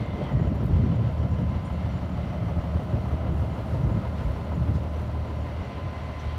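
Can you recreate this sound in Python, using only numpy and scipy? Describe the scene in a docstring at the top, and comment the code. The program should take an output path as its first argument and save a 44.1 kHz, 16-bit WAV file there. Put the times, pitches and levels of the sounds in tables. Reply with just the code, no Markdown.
"""A heavy six-cylinder diesel truck creeps across a gravel yard at idle, close to a single microphone.
It takes up the load with a shudder and an intake whistle as gusts buffet the mic; the turbocharger
coasts down and stones snap under a tyre. The exhaust drones, the cylinders knock in an uneven lope,
gears whine and a dry joint squeaks faintly. Mid-pass, ringing panels slide by and the gravel crackles
at its nearest. Near the end the intake whistles again, a fitting clinks and the breeze dies down."""
import sys
import numpy as np
from scipy import signal
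from scipy.fft import rfft, irfft, next_fast_len
from scipy.io import wavfile
from scipy.ndimage import uniform_filter1d, map_coordinates

SR = 44100
rng = np.random.default_rng(int(sys.argv[2]) if len(sys.argv) > 2 else 0)


def generate_wav(sig):
    """Save sig (samples, or channels by samples) to the path in sys.argv[1] as 16-bit PCM at SR."""
    pcm = np.round(np.clip(np.atleast_2d(sig).T, -1, 1) * 32767).astype(np.int16)
    wavfile.write(sys.argv[1], SR, pcm)


N = 281358
TIME = np.arange(N) / SR
CYCLE_HZ = 6.383  # engine cycles a second; every cylinder fires once in each

# strength of each cylinder, in firing order: (block knock [dB], clatter [dB])
CYLINDER_DB = [(1.5, 0.5), (-1.5, -1.5), (-.3, -1.2), (0, .8), (.3, 0.3), (1.6, 2.5)]


def crank(wander=.0007):
    """Engine cycles turned so far; the governor holds the speed almost steady."""
    return np.cumsum(CYCLE_HZ * (1 + wander * drift(1.5))) / SR


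def exhaust(cycles, waver_db=1.23, sag_db=1.2):
    """The stacks drone at low multiples of the firing rate, sagging and swelling a little."""
    # tones at 1, 2, 3, ... times the firing rate: (level [dB])
    harmonics = [-53.5, -34.5, -40, -48.5, -54, -59.5]
    # rise and fall of the stacks at the mic: (time [s], gain [dB])
    stack_gain = [(0, -16), (.7, 1), (1.4, 0.5), (3.8, -2.5), (4.4, -1), (5.57, 5), (5.66, -5.5), (6.1, -2),
                  (6.38, 2.5)]
    fired = len(CYLINDER_DB) * cycles
    drone = np.zeros(N)
    for k, db in enumerate(harmonics, 1):
        drone += from_db(db + waver_db * drift(8.8)) * np.sin(2 * np.pi * (k * fired + rng.random()))
    return np.sqrt(2) * drone * from_db(curve(stack_gain) + sag_db * drift(16))


def knock(cycles):
    """Combustion thumps the block; injectors and valves clatter above it as they pass the mic."""
    # spectra of the block and of the clatter: (frequency [Hz], relative level [dB])
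    block_spectrum = [(120, -25), (200, 5), (285, 2.5), (370, -4), (440, -4), (520, -0.5), (620, 2),
                      (720, -5), (800, -9), (1100, -18), (2500, -51)]
    clatter_spectrum = [(450, -14), (750, -5.5), (950, -3.5), (1040, -5.5), (1120, -8.5), (1270, -6.5),
                        (1450, -10), (1700, -15), (2100, -19.5), (3000, -20.5), (5000, -32), (9000, -48.5)]
    # the block at the mic: (time [s], level [dB])
    block_level = [(0, -37.5), (1, -39.5), (1.7, -40.5), (2.8, -39), (3.7, -38), (5.4, -39.5), (6.38, -42)]
    # the clatter going by: (level when nearest [dB], nearest at [s], time to half power [s])
    clatter_pass = (-47, 2.3, 4.6)
    block_db, clatter_db = np.transpose(CYLINDER_DB)
    thumps = firings(cycles, block_db, lag=.12, fall=.5, between=1.15)
    taps = firings(cycles, clatter_db, lag=.07, fall=.7, between=1.4)
    block = colour(rattle(cycles, repeat=.58) * thumps, block_spectrum)
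    clatter = colour(rattle(cycles, repeat=.6) * taps, clatter_spectrum)
    return block * from_db(curve(block_level)) + clatter * passing(*clatter_pass)


def firings(cycles, cylinder_db, lag, fall, between):
    """One blow a cylinder over a floor (between); lag and fall are shares of a firing interval."""
    count = len(cylinder_db)
    beat = cycles * count - lag
    strength = from_db(cylinder_db)[np.floor(beat).astype(int) % count]
    blows = strength * (between + np.exp(-(beat % 1) / fall))
    return uniform_filter1d(blows, 100)


def rattle(cycles, repeat, renew_s=1.316):
    """Vibration of which a share repeats each engine cycle, its pattern changing as the truck moves."""
    size = round(SR / CYCLE_HZ)
    place = (cycles % 1 * size).astype(int) % size
    patterns = rng.standard_normal((16, size))
    which = (TIME / renew_s).astype(int) % (len(patterns) - 1)
    blend = TIME / renew_s % 1 * np.pi / 2
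    pattern = patterns[which, place] * np.cos(blend) + patterns[which + 1, place] * np.sin(blend)
    return np.sqrt(repeat) * pattern + np.sqrt(1 - repeat) * rng.standard_normal(N)


def panels(cycles):
    """Shaken panels and cavities ring in bands that glide as they pass and throb once an engine cycle."""
    # (pitch when nearest [Hz], glide [Hz/s], width [Hz], mid-throb level [dB], nearest at [s],
    #  fade either side, one sigma [s], place of the throb [cycles], throb depth [dB])
    resonances = [(180.1, 0.5, 23.7, -35.5, 2.18, 1.34, 0.41, 5),
                  (629.5, 31, 32, -45.5, 3.04, 0.56, 0.46, 5), (536, -26, 35, -54, 3.23, 0.64, 0.88, 24),
                  (792.4, 2.5, 18, -54.5, 3.6, 0.64, 0.4, 8.5), (916, 18, 66, -61.5, 3.83, 0.41, 0.91, 36),
                  (963, 6, 55, -57, 4.9, 3.8, 0.91, 15), (940, -8, 370, -69, 2.4, 9.5, 0.47, 40),
                  (1284, -2, 180, -55.5, 3.64, 1.37, 0.27, -1), (1920, -1, 30, -69, 4.6, .5, 1, 4),
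                  (3046, 3, 130, -67.5, 1, 1.7, 0.94, 6), (2720, -2, 450, -62, 5.8, 0.46, .9, 4),
                  (520, -42, 60, -47.5, 1.03, 0.33, 0.8, 8), (538, -56, 46, -48, 4.9, 0.23, 0.66, 14),
                  (300, -2.5, 45, -54, 4.4, 1.5, .5, 4)]
    out = np.zeros(N)
    for hz, glide, width, db, nearest, fade, throb_at, throb_db in resonances:
        pitch = hz + glide * (TIME - nearest)
        ring = steady(resonate(rattle(cycles, repeat=.24), pitch, width), size=2400)
        throb = np.cos(np.pi * (cycles - throb_at)) ** 6
        nearness = np.exp(-.5 * ((TIME - nearest) / fade) ** 2)
        out += ring * from_db(db + throb_db * (throb - .5)) * nearness
    return out


def gears(cycles, flutter_cycles=.00026, waver_db=1.1):
    """Meshing teeth whine in spells as the truck moves; the crank's uneven turning roughens each tone."""
    # one entry a mesh: (teeth that meet [per engine cycle])
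    mesh_teeth = [111, 160, 320, 324, 330]
    # the tone each mesh always gives: (level [dB])
    mesh_floor = [-57.5, -59, -67, -73.5, -73.5]
    # spells of singing out, one list a mesh: (start [s], held for [s], level [dB])
    mesh_spells = [
        [(0, .45, -55), (2.1, 1.0, -54), (5.75, .6, -55)],
        [(-.05, .12, -53), (.22, 1.1, -56), (1.33, .4, -53), (2.5, .75, -55), (3.65, 1.0, -56), (4.8, .7, -57),
         (5.6, .78, -51)],
        [(-.1, .22, -59), (2.1, .55, -62.5), (2.9, .25, -63), (4.3, .3, -66), (5.0, .3, -65), (5.47, .38, -61),
         (5.82, .45, -56.5)],
        [(-.1, .42, -59), (2.1, .3, -66), (3.65, .45, -66)],
        [(-.1, .25, -57), (1.45, .38, -63), (3.3, .32, -65), (3.92, .36, -63.5)],
    ]
    out = np.zeros(N)
    for teeth, floor_db, spells in zip(mesh_teeth, mesh_floor, mesh_spells):
        sung = sum(from_db(db) * swell(s, held, attack_s=.14, release_s=.07) for s, held, db in spells)
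        turns = teeth * (cycles + flutter_cycles * drift(45))
        gain = np.hypot(from_db(floor_db), sung) * from_db(waver_db * drift(25))
        out += gain * np.sin(2 * np.pi * turns)
    return np.sqrt(2) * out


def fan(cycles, base_db=-51, front_share=.99, waver_db=1.3):
    """Fan and intake air rush, pulsing lightly with the firings and wavering a little."""
    # rushing air: (frequency [Hz], relative level [dB])
    air_spectrum = [(300, 3.5), (1200, 6.5), (1700, 0.5), (2050, 4.5), (2400, -1.5), (3050, -1),
                    (3500, -6.5), (4400, -6.5), (5200, -16.5), (5750, -13.5), (6600, -23.5), (9000, -25),
                    (16000, -40)]
    # how open the front of the engine lies to the mic: (time [s], gain [dB])
    front_gain = [(0, 5), (.28, 0), (.38, -1), (4.3, 1.6), (5.12, -2), (5.39, 0.5), (5.47, 2.2),
                  (6.38, 4.5)]
    pulse = firings(cycles, np.zeros(6), lag=.05, fall=.43, between=8.7)
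    level_db = base_db + front_share * curve(front_gain) + waver_db * drift(9)
    return colour(rattle(cycles, repeat=.054) * pulse, air_spectrum) * from_db(level_db)


def turbocharger():
    """The turbocharger coasts down in a falling, breathy whistle."""
    # its run-down: (time [s], pitch [Hz], level [dB])
    run_down = [(0, 3600, -67), (.12, 3500, -60), (.19, 3300, -64), (.27, 3180, -52.5), (.33, 2770, -73),
                (.45, 2600, -84)]
    return noise_band(run_down, width_hz=300)


def intake():
    """The air intake whistles as the truck takes up the load, and again at the end."""
    # one list a whistle: (time [s], pitch [Hz], level [dB])
    whistles = [
        [(0, 2075, -64), (.22, 2000, -59), (.29, 2000, -53), (.4, 1920, -56), (.6, 1950, -72)],
        [(5.42, 2000, -70), (5.47, 1950, -55), (5.55, 2100, -61), (5.8, 1920, -67), (6.38, 1920, -65)],
    ]
    return sum(noise_band(path, width_hz=220) for path in whistles)


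def tyres(grains_per_s=1000, bed=.41, patchy_db=1.5):
    """Gravel grinds under the tyres in tiny grains of uneven size, over a bed of hiss."""
    # grinding gravel: (frequency [Hz], relative level [dB])
    gravel_spectrum = [(800, -11), (3000, 0.5), (5700, 5), (7500, 0), (9500, 3), (11800, -1.5),
                       (12800, 0.5), (15500, -5), (17000, -22)]
    # the tyres going by, and the rear ones still approaching:
    # (level when nearest [dB], nearest at [s], time to half power [s])
    front_pass = (-69, 3.7, 1.6)
    rear_pass = (-77, 10, .55)
    grain_db = 2.6 * np.minimum(rng.exponential(1, N), 4)
    grains = from_db(grain_db) * (rng.random(N) < grains_per_s / SR)
    grinding = colour((grains + bed) * rng.standard_normal(N), gravel_spectrum)
    nearness = np.hypot(passing(*front_pass), passing(*rear_pass))
    return grinding * nearness * from_db(patchy_db * drift(8))


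def crunches():
    """Gravel gives way in short, broad bursts of noise."""
    # (time [s], peak level [dB], length [s], band centre [Hz])
    bursts = [(.241, -61, .004, 6500), (0.256, -61, 0.06, 2500), (2.804, -62, 0.04, 2500),
              (3.736, -65, 0.066, 4200), (4.188, -53, .026, 2800), (4.213, -46, .018, 1400),
              (4.758, -58.5, 0.026, 4600), (4.762, -52, .016, 1700), (6.21, -58, .025, 3800)]
    out = np.zeros(N)
    for s, db, length, hz in bursts:
        envelope = np.exp(-2 * ((TIME - s) / length) ** 2)
        out += resonate(rng.standard_normal(N), hz, width_hz=.6 * hz) * from_db(db) * envelope
    return out


def snaps(decay_s=.0005):
    """Stones snap under a tyre, each a sharp, bright click."""
    # (time [s], peak level [dB])
    stones = [(.5475, -52), (.5555, -52), (.5595, -49), (.6405, -47), (.6575, -47), (.666, -47),
              (.677, -50), (.6875, -51)]
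    # a snapping stone: (frequency [Hz], relative level [dB])
    spectrum = [(2000, -24), (6000, -4), (11000, -2), (14000, 1.5), (15500, 0), (17000, -30)]
    bright = colour(rng.standard_normal(N), spectrum)
    out = np.zeros(N)
    for s, db in stones:
        snap = bright[round(s * SR):][:400] * np.exp(-TIME[:400] / decay_s)
        add(out, s, from_db(db) * snap / abs(snap).max())
    return out


def shudder():
    """The drive train rattles briefly as it takes up the load."""
    # its moving resonance: (time [s], pitch [Hz], level [dB])
    path = [(.14, 300, -65), (.19, 300, -34), (.23, 575, -38), (.26, 785, -47), (.3, 970, -40),
            (.35, 810, -57)]
    return noise_band(path, width_hz=380)


def chafing():
    """Chassis parts rub all the time, stirring faint, bright resonances."""
    # (pitch [Hz], width [Hz], level [dB], swing [dB])
    resonances = [(5670, 390, -79.5, 6.5), (7000, 220, -85.5, 8), (12600, 400, -99, 3)]
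    out = np.zeros(N)
    for hz, width, db, swing in resonances:
        ring = resonate(rng.standard_normal(N), hz, width)
        out += ring * from_db(db + swing * np.minimum(drift(25), 1))
    return out


def squeaks(length_s=.03, trim_db=-4, scatter_hz=70):
    """A dry joint breaks into short squeaks of unsteady pitch."""
    # (time [s], peak level before the trim [dB], pitch [Hz])
    chirps = [(.06, -63, 7100), (.18, -67, 7050), (.331, -62, 7050), (.408, -65, 7050), (.482, -62, 7050),
              (.958, -63, 7050), (1.188, -67, 7000), (1.319, -63, 7030), (1.336, -61, 5650),
              (1.348, -67, 7100), (1.503, -64, 7050), (1.634, -65, 7050), (1.659, -58, 7070),
              (1.673, -62, 5700), (1.688, -66, 7050), (1.739, -64, 7030), (1.895, -60, 5850),
              (1.948, -63, 7050), (1.977, -60, 7030), (2.059, -66, 6980), (2.1, -63, 7020),
              (2.136, -65, 7050), (2.3, -62, 5950), (2.499, -61, 5850), (2.835, -65, 7050),
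              (3.119, -60, 5900), (3.517, -64, 7000), (3.84, -59, 5850), (3.93, -65, 7050),
              (4.144, -65, 7000), (4.243, -63, 6980), (4.358, -61, 5720), (4.451, -62, 6980),
              (4.555, -60.5, 6960), (4.792, -66, 7050), (4.963, -58.5, 5920), (5.392, -66, 6980),
              (5.427, -65, 7000), (5.656, -65, 7080), (5.958, -60, 5850), (6.025, -64, 7000),
              (6.052, -65, 7050)]
    envelope = np.hanning(round(length_s * SR))
    scatter = scatter_hz * drift(500)
    out = np.zeros(N)
    for s, db, hz in chirps:
        turns = np.cumsum(hz + scatter[round(s * SR):][:len(envelope)]) / SR
        add(out, s - length_s / 2, from_db(db + trim_db) * envelope * np.sin(2 * np.pi * turns))
    return out


def clinks(rise_s=.003, scatter_hz=170):
    """Loose metal fittings clink; the pitch trembles as they chatter."""
    # (time [s], level [dB], pitch [Hz], time to fall 60 dB [s])
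    rings = [(1.646, -64, 8560, .17), (1.646, -64, 9195, .23), (1.648, -67, 8300, .2),
             (1.646, -66.5, 9550, .13), (6.192, -50.5, 6020, .08), (6.222, -60, 5800, .06)]
    age = TIME[:SR // 4]
    scatter = scatter_hz * drift(900)
    out = np.zeros(N)
    for s, db, hz, t60 in rings:
        turns = np.cumsum(hz + scatter[round(s * SR) - len(age):][:len(age)]) / SR
        envelope = from_db(-60 * age / t60) * (1 - np.exp(-age / rise_s))
        add(out, s, from_db(db) * envelope * np.sin(2 * np.pi * turns))
    return out


def wind(deep_trim_db=1, flutter_trim_db=-1, breeze_flutter_db=-4, ragged_db=1):
    """Deep eddies and a higher flutter buffet the mic; gusts roll into each other over a light breeze."""
    # gusts on the mic, before the trims: (start [s], held for [s], eddies [dB], flutter [dB])
    gusts = [(0, 0.027, -45, -24.0), (0.074, 0.025, -41, -29), (0.129, 0.02, -29, -25.5),
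             (0.175, 0.076, -40.0, -27), (0.311, 0.064, -25.5, -23), (0.39, 0.035, -43, -21.5),
             (0.44, 0.037, -20, -23.5), (0.501, 0.018, -36, -17.5), (0.545, 0.036, -30, -23),
             (0.595, 0.13, -30, -22.5), (0.694, 0.082, -20.5, -25.5), (0.785, 0.12, -29.5, -20.5),
             (0.915, 0.16, -39, -22), (1.185, 0.082, -31, -29), (1.29, 0.043, -32, -24.5),
             (1.374, 0.07, -40.0, -24.5), (1.46, 0.097, -29, -30.5), (1.59, 0.096, -35, -40.0),
             (1.7, 0.062, -36, -49), (1.835, 0.054, -25.5, -51), (1.931, 0.022, -30, -30),
             (2.41, 0.061, -30.5, -51), (2.56, 0.026, -23, -44), (2.74, 0.02, -22.5, -32),
             (2.925, 0.028, -27, -25.5), (3.107, 0.044, -24.5, -45), (3.28, 0.063, -27.5, -30.5),
             (3.339, 0.086, -26, -44), (3.72, 0.1, -31, -32.5), (3.829, 0.073, -23.0, -29),
             (3.919, 0.062, -30, -23), (4.239, 0.06, -25, -44), (4.557, 0.028, -32.0, -22.5),
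             (4.601, 0.022, -24.5, -20), (4.681, 0.029, -34.0, -23), (4.744, 0.034, -25.5, -29),
             (5.594, 0.018, -26.5, -52), (5.82, 0.039, -30, -36.5), (6.26, 0.018, -29, -44)]
    # the breeze between gusts: (time [s], level [dB])
    breeze_level = [(0, -37), (.7, -33), (2.2, -34), (4.4, -33.5), (5.1, -36), (6.38, -39)]
    # spectra of the eddies and of the flutter: (frequency [Hz], relative level [dB])
    eddy_spectrum = [(10, -48), (22, -28), (35, -32), (50, -7), (65, 2.5), (90, 0.5), (130, -5.5),
                     (185, -19), (240, -26), (320, -25), (450, -34), (900, -53), (3000, -93)]
    flutter_spectrum = [(60, -14.5), (110, 14), (170, 6.5), (260, -5), (340, -10), (450, -18.5),
                        (900, -39.5), (3000, -88)]
    shapes = np.array([swell(s, held, attack_s=.009, release_s=.014) for s, held, _, _ in gusts])
    strengths = from_db(np.array(gusts)[:, 2:].T)
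    deep, high = np.sqrt(strengths ** 2 @ shapes ** 2)  # overlapping gusts add in power
    breeze = from_db(curve(breeze_level))
    eddies = steady(colour(rng.standard_normal(N), eddy_spectrum), size=900)
    eddies *= np.hypot(deep * from_db(deep_trim_db), breeze)
    flutter = steady(colour(rng.standard_normal(N), flutter_spectrum), size=800)
    flutter *= np.hypot(high * from_db(flutter_trim_db), breeze * from_db(breeze_flutter_db))
    return (eddies + flutter) * from_db(ragged_db * drift(45))


def passing(db, nearest_s, span_s):
    """Gain of a part that rolls past the mic at a steady speed: it falls as one over the distance."""
    return from_db(db) / np.hypot(1, (TIME - nearest_s) / span_s)


def swell(start_s, held_s, attack_s, release_s):
    """Envelope that rises, holds until held_s after its start, then dies away."""
    age = TIME - start_s
    return np.clip(age / attack_s, 0, 1) * np.exp(-np.maximum(age - held_s, 0) / release_s)


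def noise_band(path, width_hz):
    """Noise in a resonance that follows (time [s], pitch [Hz], level [dB]); cut 50 ms beyond each end."""
    s, hz, db = np.transpose(path)
    gain = from_db(np.interp(TIME, s, db)) * (TIME > s[0] - .05) * (TIME < s[-1] + .05)
    return resonate(rng.standard_normal(N), np.interp(TIME, s, hz), width_hz) * gain


def resonate(x, hz, width_hz):
    """A steep resonance at hz, which may be a curve; rms 1."""
    carrier = np.exp(2j * np.pi * np.cumsum(hz * np.ones(N)) / SR)
    pole = np.exp(-np.pi * width_hz * np.sqrt(2) / SR)
    baseband = signal.lfilter([1], [1, -2 * pole, pole * pole], x / carrier)
    return unit((carrier * baseband).real)


def colour(x, spectrum):
    """Filters x by points of (frequency [Hz], relative level [dB]); rms 1."""
    hz, db = np.transpose(spectrum)
    size = next_fast_len(N + 4096)
    gain = from_db(np.interp(np.log(np.fft.rfftfreq(size, 1 / SR) + 1), np.log(hz), db))
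    return unit(irfft(rfft(x, size) * gain, size)[:N])


def steady(x, size):
    """Evens out the swells of a noise over size samples."""
    return x / np.sqrt(uniform_filter1d(uniform_filter1d(x ** 2, size), size) + 1e-12)


def drift(rate):
    """Smooth random curve of rms 1 that changes about rate times a second."""
    knots = rng.standard_normal(2048)
    coarse = map_coordinates(knots, [TIME[::64] * rate + 2], mode="wrap")
    return unit(np.interp(TIME, TIME[::64], coarse))


def curve(rows):
    """A table of (time [s], value) at every sample."""
    return np.interp(TIME, *np.transpose(rows))


def add(mix, s, sound):
    """Adds a sound to the mix at time s."""
    part = mix[max(round(s * SR), 0):][:len(sound)]
    part += sound[:len(part)]


def from_db(db):
    """Decibels to gain."""
    return 10 ** (np.asarray(db) / 20)


def unit(x):
    """Scales to rms 1."""
    return x / np.sqrt(np.mean(x ** 2) + 1e-20)


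def scene():
    """The truck at close range and the wind, on one microphone in the yard."""
    cycles = crank()
    engine = exhaust(cycles) + knock(cycles) + panels(cycles) + gears(cycles)
    air = fan(cycles) + turbocharger() + intake()
    gravel = tyres() + crunches() + snaps()
    chassis = chafing() + squeaks() + clinks() + shudder()
    return (engine + air + gravel + chassis + wind())[None]


def record(dry, low_cut_hz=36, band_limit_hz=15700):
    """The microphone drops the deepest rumble; the recorder cuts the highest treble."""
    low_cut = signal.butter(4, low_cut_hz, "highpass", fs=SR, output="sos")
    band_limit = signal.firwin(1023, band_limit_hz, window=("kaiser", 9), fs=SR)
    return signal.oaconvolve(signal.sosfilt(low_cut, dry), band_limit[None], "same")


dry = scene()
out = record(dry)
generate_wav(out)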